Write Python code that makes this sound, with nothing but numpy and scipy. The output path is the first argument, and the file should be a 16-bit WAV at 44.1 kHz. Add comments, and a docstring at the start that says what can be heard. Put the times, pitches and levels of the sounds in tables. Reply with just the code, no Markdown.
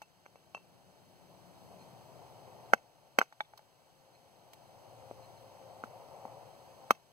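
"""An open, snowy farmyard: a wooden baton drives a small hatchet through firewood on a stump.
Three hard blows, the second splitting the log, are cracks of noise followed by damped resonances of wood and stump.
Around them wood and blade are set down with resonant knocks, ringing clinks, snapping fibres and grainy rustles.
Distant traffic, made of filtered noise, swells and ebbs; the camera's gain control ducks it after each blow."""
import sys
import numpy as np
from scipy import signal
from scipy.fft import rfft, irfft
from scipy.io import wavfile
from scipy.ndimage import uniform_filter1d

SR = 44100
rng = np.random.default_rng(int(sys.argv[2]) if len(sys.argv) > 2 else 0)


def materialize(psi):
    """Save the field psi as 16-bit PCM at rate SR to the path in sys.argv[1].

    A 1-D psi becomes a single channel; in a 2-D psi each row is a channel.
    """
    bounded = np.clip(np.atleast_2d(psi).T, -1, 1)
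    quanta = np.round(bounded * 32767).astype(np.int16)
    wavfile.write(sys.argv[1], SR, quanta)


N = 313992
TAPS = 8192  # samples in one short sound

# The baton hits the back of the blade. Each row: time in seconds, level in dB, softness corner in Hz before the
# log's pitch factor, pitch of the struck piece in Hz, then dB relative to the log: that piece, the crack;
# and last the second push in dB relative to the first.
BLOWS = [(2.7351, 21, 1700, 1575, 7.5, -21.5, -7), (3.1876, 28, 3800, 1572, 1.5, -15, -21),
         (6.9078, 19, 2700, 1236, 7.5, -15.5, -35.5)]
BLOW_THUMP_DB, SECOND_PUSH_S = -8, 0.00146
# Resonances of the log with the blade in it. Each row: frequency in Hz and width in Hz, both before
# the log's pitch factor, level in dB before softening.
LOG_MODES = [(483, 150, -8), (632, 290, -7), (846, 84, -1), (1050, 690, -7), (2250, 380, -1.5),
             (2730, 73, -7.5), (2970, 40, -38.5), (3230, 100, -6.5), (4370, 67, -28), (6180, 180, -1)]
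THUMP_HZ, THUMP_WIDTH_HZ, PIECE_WIDTH_HZ = 226, 86, 334
# Spectrum of snapping fibres. Each row: frequency in Hz, gain in dB.
CRACK_SPECTRUM = [(100, -42.5), (300, 0), (1000, 6), (2200, -2), (3200, -4), (4300, -3.5), (5300, -7.5),
                  (6200, 0), (7300, -9.5), (9500, -12.5), (12000, -11.5), (15500, -13.5)]
CRACK_LEAD_S, CRACK_T60_S, LIGHT_CRACK_T60_S = 0.001214, 0.026, 0.074
# Wood falls against wood or steel. Each row: time in seconds, level in dB, log pitch factor, softness corner in Hz
# before that factor, pitch of the struck piece in Hz, level of that piece in dB relative to the log.
CLATTER = [(0.2570, -12, 1, 3020, 1410, -1), (0.2621, -2.5, 1, 2500, 1560, -1),
           (0.3574, -4, 1, 1400, 595, -6), (0.5482, 5, 1.31, 1830, 760, 0),
           (0.5703, -6, 0.79, 2500, 1220, -13), (0.5772, -6.5, 1.14, 2000, 900, -21),
           (3.2071, 12, 1.1, 1700, 1330, -6.5), (3.2147, 19.5, 0.92, 2700, 1453, 14),
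           (3.226, 12, 1, 1280, 810, -32)]
CLATTER_THUMP_DB, CLATTER_CRACK_DB = -34.5, -23
# Log and blade are set in place on the stump. Each row: time in seconds, level in dB, pitch of the struck piece in Hz,
# then dB relative to the log: that piece, the stump's thump.
PLACINGS = [(1.8125, -14.5, 645, -17, 4), (5.1117, -8.5, 570, 9, -2), (5.8379, 0, 1390, 4, 1.5),
            (6.0873, -17.5, 800, 5, -7), (6.2531, -8, 826, 7.5, 4)]
PLACING_SOFT_HZ, PLACING_CRACK_DB = 1010, -25
# A splinter snaps. Each row: time in seconds, level in dB before colouring.
SPLINTERS = [(3.575, -12.5), (4.533, -18)]
SPLINTER_T60_S = 0.03  # before colouring
# Colour of a splinter. Each row: frequency in Hz, gain in dB.
SPLINTER_SPECTRUM = [(150, -20.5), (1000, 5), (2600, -4.5), (4200, 1), (6000, -3.5), (9000, -10),
                     (15000, -7)]
# A loose billet lands or is nudged. Each row: time in seconds, level in dB, softness corner in Hz,
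# level in dB of the crunch of its rough end.
DROPS = [(0.018, 16.5, 980, -6.5), (3.3252, 7.5, 1500, -17.5), (3.406, 26, 2900, -9.5),
         (3.5362, 8, 890, -34.5), (3.5925, 3.5, 1000, -29)]
# The loose billet rings longer than the held log. Each row: frequency in Hz, width in Hz, level in dB before softening.
BILLET_MODES = [(175, 31, -24.5), (654, 133, -7), (848, 75, 2.5), (1216, 260, -18.5), (1580, 380, -5.5),
                (1870, 310, -8), (2260, 114, -4.5), (2630, 61, -38), (3530, 200, -1), (4100, 170, -18)]
# The bare blade touches wood. Each row: time in seconds, level in dB.
CLINKS = [(0.022, -36), (0.358, -53), (0.5467, -27)]
# Ring of the bare blade. Each row: frequency in Hz, relative level in dB, free 60 dB decay in seconds.
STEEL_MODES = [(2675, -2.5, 0.12), (4220, -38, 0.035), (5870, -17, 0.029)]
# Sleeves, bark and blade rub. Each row: start in seconds, length in seconds, level in dB at the peak of the swell.
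RUSTLES = [(1.77, 0.091, -65), (4.12, 0.066, -63), (5.198, 0.081, -67.5), (5.359, 0.03, -65.5)]
# Colour of the rubbing. Each row: frequency in Hz, gain in dB.
RUSTLE_SPECTRUM = [(300, -9), (1000, 4), (2600, 14), (3400, -18), (4200, 22), (5000, -28), (6000, 8),
                   (15000, -22)]
# Echoes from sheds and bales. Each row: delay in seconds, level in dB before thinning.
ECHOES = [(0.0409, -31), (0.09, -44)]
FAR_T60_S = 0.2  # before thinning
# What comes back from afar is thin. Each row: frequency in Hz, gain in dB.
FAR_SPECTRUM = [(200, 0), (1200, -28.5), (2500, 1.5), (6000, 4), (15000, 0.5)]
# Traffic swells and ebbs. Each row: time in seconds, tyre roar in dB before the waver.
TRAFFIC = [(0, -58), (1.1, -61), (2.65, -55.5), (4.1, -59), (5.5, -56.5), (6.25, -52), (6.6, -56),
           (7.12, -59.5)]
RUMBLE_START_DB, RUMBLE_DB_PER_S, HISS_DB, SELF_NOISE_DB = -59.5, -0.74, -66.5, -71.5
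# Spectra of the far rumble, tyre roar and fine hiss. Each row: frequency in Hz, relative density in dB per Hz.
RUMBLE_SPECTRUM = [(20, -41.5), (45, -34.5), (75, -8.5), (105, -4), (140, 1), (180, -5), (260, -9),
                   (400, -6.5), (800, -37)]
ROAR_SPECTRUM = [(200, -26), (380, -8.5), (520, 1.5), (730, 4), (900, 0.5), (1050, -6.5), (1200, -12),
                 (1380, -16.5), (1560, -26), (2000, -19), (4000, -39)]
HISS_SPECTRUM = [(200, 2), (1500, 3), (2500, 0.5), (4300, 0.5), (7000, -3.5), (10000, -6.5), (15500, -9.5)]
# Far engines drone. Each row: start and end of full level in seconds, pitch in Hz, width in Hz, dB before the waver.
DRONES = [(0, 1.87, 178, 14, -66), (1.9, 3.5, 120, 30, -69), (5, 6.3, 114, 24, -65),
          (4, 6.7, 529, 7.3, -64.5)]
DRONE_FADE_S = 0.46  # fades lie outside the start and end
# Level tilt of the microphone pair. Each row: frequency in Hz, left minus right in dB.
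TILT = [(40, 3.5), (130, 6), (200, 5.5), (300, 2), (420, 4.5), (750, 6.5), (1000, 0), (1300, 0.5),
        (1520, -9), (1800, -4.5), (2200, 0.5), (16000, -0.5)]
# Likeness of background noise at the two ports. Each row: frequency in Hz, likeness from 0 to 1.
LIKENESS = [(100, 0.1), (330, 0.12), (520, 0.85), (1100, 0.97), (1500, 0.23), (2100, 1), (15000, 0.84)]
# Phase lag of the microphone pair. Each row: frequency in Hz, radians by which left lags.
LAG = [(0, 0), (330, .7), (560, .25), (1200, .7), (1450, 1.7), (1600, 3.1), (2100, 4.3), (2700, 5.5),
       (3560, 9.42), (16000, 53.3)]
# Gain control: a slow stage, and a quick one for the hardest blows. Each row: threshold in dB,
# share of the excess removed, recovery of the held level in dB per second.
GAIN_STAGES = [(-32.5, 0.63, 13), (-14.5, 0.83, 22.5)]
HELD_DB = -11.5  # the work is already under way, so the gain starts out turned down
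EDGE_HZ = 15900  # upper band limit


def blows():
    """Fibres snap first; then the baton's push reaches log and stump, and comes again as the blade jams in the wood."""
    out = np.zeros(N)
    for s, db, soft_hz, piece_hz, piece_db, crack_db, second_db in BLOWS:
        push = amp(db) * knock(0.96, soft_hz, piece_hz, piece_db, BLOW_THUMP_DB)
        add(out, s - CRACK_LEAD_S, amp(db + crack_db) * crack(CRACK_T60_S))
        add(out, s, push)
        add(out, s + SECOND_PUSH_S, amp(second_db) * push)
    return out


def knock(pitch, soft_hz, piece_hz, piece_db, thump_db, low_cut_hz=152):
    """A push rings the log, the struck piece and the stump, all quickly damped."""
    f = np.fft.rfftfreq(TAPS, 1 / SR)
    radiated = 1 - 0.95 / (1 + (f / low_cut_hz) ** 6)  # small things radiate little bass
    log = struck(LOG_MODES, soft_hz, f / pitch)
    piece = amp(piece_db) * hump(f, piece_hz, PIECE_WIDTH_HZ)
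    stump = amp(thump_db) * hump(f, THUMP_HZ, THUMP_WIDTH_HZ)
    return causal((log + piece + stump) * radiated)


def struck(modes, soft_hz, f):
    """Gain of a struck body: a longer, softer contact leaves its high modes at rest."""
    ring = sum(amp(db) * hump(f, hz, width) for hz, width, db in modes)
    return ring / np.sqrt(1 + (f / soft_hz) ** 4)


def crack(t60, grain_db=3.5, rise=0.00084):
    """A quick volley of snapping fibres: a grainy burst through the colour of the wood."""
    f = np.fft.rfftfreq(TAPS, 1 / SR)
    snap = causal(amp(read(CRACK_SPECTRUM, f)))
    return signal.fftconvolve(burst(t60, grain_db, rise=rise), snap)


def clatter():
    """Loose wood meets in bright, glancing knocks that hardly move the stump."""
    out = np.zeros(N)
    for s, db, pitch, soft_hz, piece_hz, piece_db in CLATTER:
        add(out, s - CRACK_LEAD_S, amp(db + CLATTER_CRACK_DB) * crack(LIGHT_CRACK_T60_S))
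        add(out, s, amp(db) * knock(pitch, soft_hz, piece_hz, piece_db, CLATTER_THUMP_DB))
    return out


def placings():
    """Guided by hand, log and blade land softly: dull knocks that carry into the stump."""
    out = np.zeros(N)
    for s, db, piece_hz, piece_db, thump_db in PLACINGS:
        add(out, s - CRACK_LEAD_S, amp(db + PLACING_CRACK_DB) * crack(LIGHT_CRACK_T60_S))
        add(out, s, amp(db) * knock(0.94, PLACING_SOFT_HZ, piece_hz, piece_db, thump_db))
    return out


def splinters(grain_db=2.0):
    """A few fibres snap, thin and bright, without ringing the log."""
    out = np.zeros(N)
    for s, db in SPLINTERS:
        add(out, s, amp(db) * burst(SPLINTER_T60_S, grain_db))
    return colour(out, SPLINTER_SPECTRUM)


def drops(crunch_t60=0.039):
    """A loose billet answers each touch with a pitched, woody tock and a crunch of fibres."""
    out, f = np.zeros(N), np.fft.rfftfreq(TAPS, 1 / SR)
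    for s, db, soft_hz, crunch_db in DROPS:
        add(out, s, amp(db) * causal(struck(BILLET_MODES, soft_hz, f)))
        add(out, s, amp(crunch_db) * crack(crunch_t60))
    return out


def clinks(grip_s=0.055):
    """Free of the log, the steel blade rings on until the fingers close on it."""
    out, t = np.zeros(N), np.arange(TAPS) / SR
    ring = sum(amp(db - 60 * t / t60) * np.sin(2 * np.pi * hz * t) for hz, db, t60 in STEEL_MODES)
    damping = np.exp(-(t / grip_s) ** 2)
    for s, db in CLINKS:
        add(out, s, amp(db) * ring * damping)
    return out


def rustles(grain_db=6):
    """Each movement of the hands sheds a small cloud of grains."""
    swells = np.zeros(N)
    for s, length, db in RUSTLES:
        add(swells, s, amp(db) * np.hanning(int(length * SR)))
    grains = rng.standard_normal(N) * amp(grain_db * rng.standard_normal(N))
    return swells * unit(colour(grains, RUSTLE_SPECTRUM))


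def yard(x, ground_db=-19, ground_t60=0.032, far_db=-30, echo_t60=0.036):
    """Open air: scatter off the ground, a few faint echoes and a thin tail."""
    near, far = np.zeros((2, SR // 2))
    near[0] = 1  # direct sound
    add(near, 0.0025, amp(ground_db) * burst(ground_t60, 0.88))
    add(far, 0.015, amp(far_db) * burst(FAR_T60_S, 2.3, size=SR // 2))
    for delay, db in ECHOES:
        add(far, delay, amp(db) * burst(echo_t60, 1))
    return signal.fftconvolve(x, near + colour(far, FAR_SPECTRUM))[:N]


def background(waver_db=0.95):
    """Distant traffic under a steady fine hiss: a receding rumble, swelling tyre roar and engines that come and go."""
    t, f = np.arange(N) / SR, np.fft.rfftfreq(N, 1 / SR)
    rumble = amp(RUMBLE_START_DB + RUMBLE_DB_PER_S * t) * noise(amp(read(RUMBLE_SPECTRUM, f)))
    roar = amp(np.interp(t, *np.transpose(TRAFFIC))) * noise(amp(read(ROAR_SPECTRUM, f)))
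    hiss = amp(HISS_DB) * noise(amp(read(HISS_SPECTRUM, f)))
    drones = np.zeros((2, N))
    for start, end, hz, width, db in DRONES:
        fade = np.clip(1 + np.minimum(t - start, end - t) / DRONE_FADE_S, 0, 1)
        drones += amp(db) * fade * noise(hump(f, hz, width))
    waver = unit(irfft(rfft(rng.standard_normal(N)) * hump(f, 0, 18), N))  # moving air bends far sound
    return rumble + hiss + (roar + drones) * amp(waver_db * waver)


def noise(gain):
    """A pair of noises of rms 1 with this spectrum, only partly alike at the two ports."""
    same = np.clip(read(LIKENESS, np.fft.rfftfreq(N, 1 / SR)), 0, 1)
    a, b = rfft(rng.standard_normal((2, N)))
    partner = same * a + np.sqrt(1 - same ** 2) * b
    return unit(irfft(np.array([a, partner]) * gain, N))


def ports(x):
    """The two microphone ports differ in level and delay, with their total power kept even."""
    f = np.fft.rfftfreq(N, 1 / SR)
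    ratio = amp(read(TILT, f))
    lag = np.exp(-1j * np.interp(f, *np.transpose(LAG)))
    pair = np.array([ratio * lag, np.ones(len(f))]) * np.sqrt(2 / (1 + ratio ** 2))
    return irfft(rfft(x) * pair, N)


def amp(db):
    """Decibels to gain."""
    return 10 ** (np.asarray(db) / 20)


def unit(x):
    """Scales to rms 1."""
    return x / np.sqrt(np.mean(x ** 2) + 1e-20)


def read(points, hz):
    """Reads a table on a log-frequency axis."""
    f, value = np.transpose(points)
    return np.interp(np.log(hz + 1), np.log(f + 1), value)


def add(mix, s, sound):
    """Adds a sound into the mix at time s in seconds."""
    part = mix[max(round(s * SR), 0):][:len(sound)]
    part += sound[:len(part)]


def colour(x, spectrum):
    """Filters x by a table of frequency and dB."""
    gain = amp(read(spectrum, np.fft.rfftfreq(len(x), 1 / SR)))
    return irfft(rfft(x) * gain, len(x))


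def hump(f, hz, width):
    """Gain of a resonance with steep skirts, half as high at the edges of its width."""
    return 1 / (1 + (2 * (f - hz) / width) ** 2)


def causal(gain):
    """The most compact impulse response that has this gain (minimum phase)."""
    log_gain = np.log(np.maximum(np.r_[gain, gain[-2:0:-1]], 1e-5))
    return np.fft.ifft(np.exp(signal.hilbert(log_gain).conj())).real


def burst(t60, grain_db, rise=0.00088, size=TAPS):
    """Grainy noise of energy 1 that rises quickly and dies."""
    t = np.arange(size) / SR
    grains = rng.standard_normal(size) * amp(grain_db * rng.standard_normal(size))
    x = grains * amp(-60 * t / t60) * (1 - np.exp(-t / rise))
    return x / np.linalg.norm(x)


def scene():
    """Work at the stump and the far background, heard through two microphone ports."""
    near = yard(blows() + clatter() + placings() + splinters() + drops() + clinks() + rustles())
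    return ports(near + background())


def record(dry, attack_s=0.055):
    """Gain control lets each blow through, ducks after it and recovers slowly; a faint hiss stays; then the band limit."""
    power = uniform_filter1d((dry ** 2).mean(0), size=440)
    power_db = 10 * np.log10(abs(power) + 1e-12)
    duck_db = np.zeros(N)
    for threshold_db, squeeze, recovery_db_per_s in GAIN_STAGES:
        fall = np.arange(N) / SR * recovery_db_per_s
        # peaks are held, then sink at the recovery rate
        held_db = np.maximum(np.maximum.accumulate(power_db + fall), HELD_DB) - fall
        duck_db += squeeze * np.maximum(held_db - threshold_db, 0)
    r = np.exp(-1 / (attack_s * SR))
    smooth_db = signal.lfilter([1 - r], [1, -r], duck_db, zi=r * duck_db[:1])[0]
    ducked = dry / amp(smooth_db)
    hiss_gain = amp(read(HISS_SPECTRUM, np.fft.rfftfreq(N, 1 / SR)))
    hiss = amp(SELF_NOISE_DB) * ports(noise(hiss_gain))
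    band_limit = signal.firwin(255, EDGE_HZ, window=("kaiser", 9), fs=SR)
    return signal.oaconvolve(ducked + hiss, band_limit[None], "same")


dry = scene()
out = record(dry)
materialize(out)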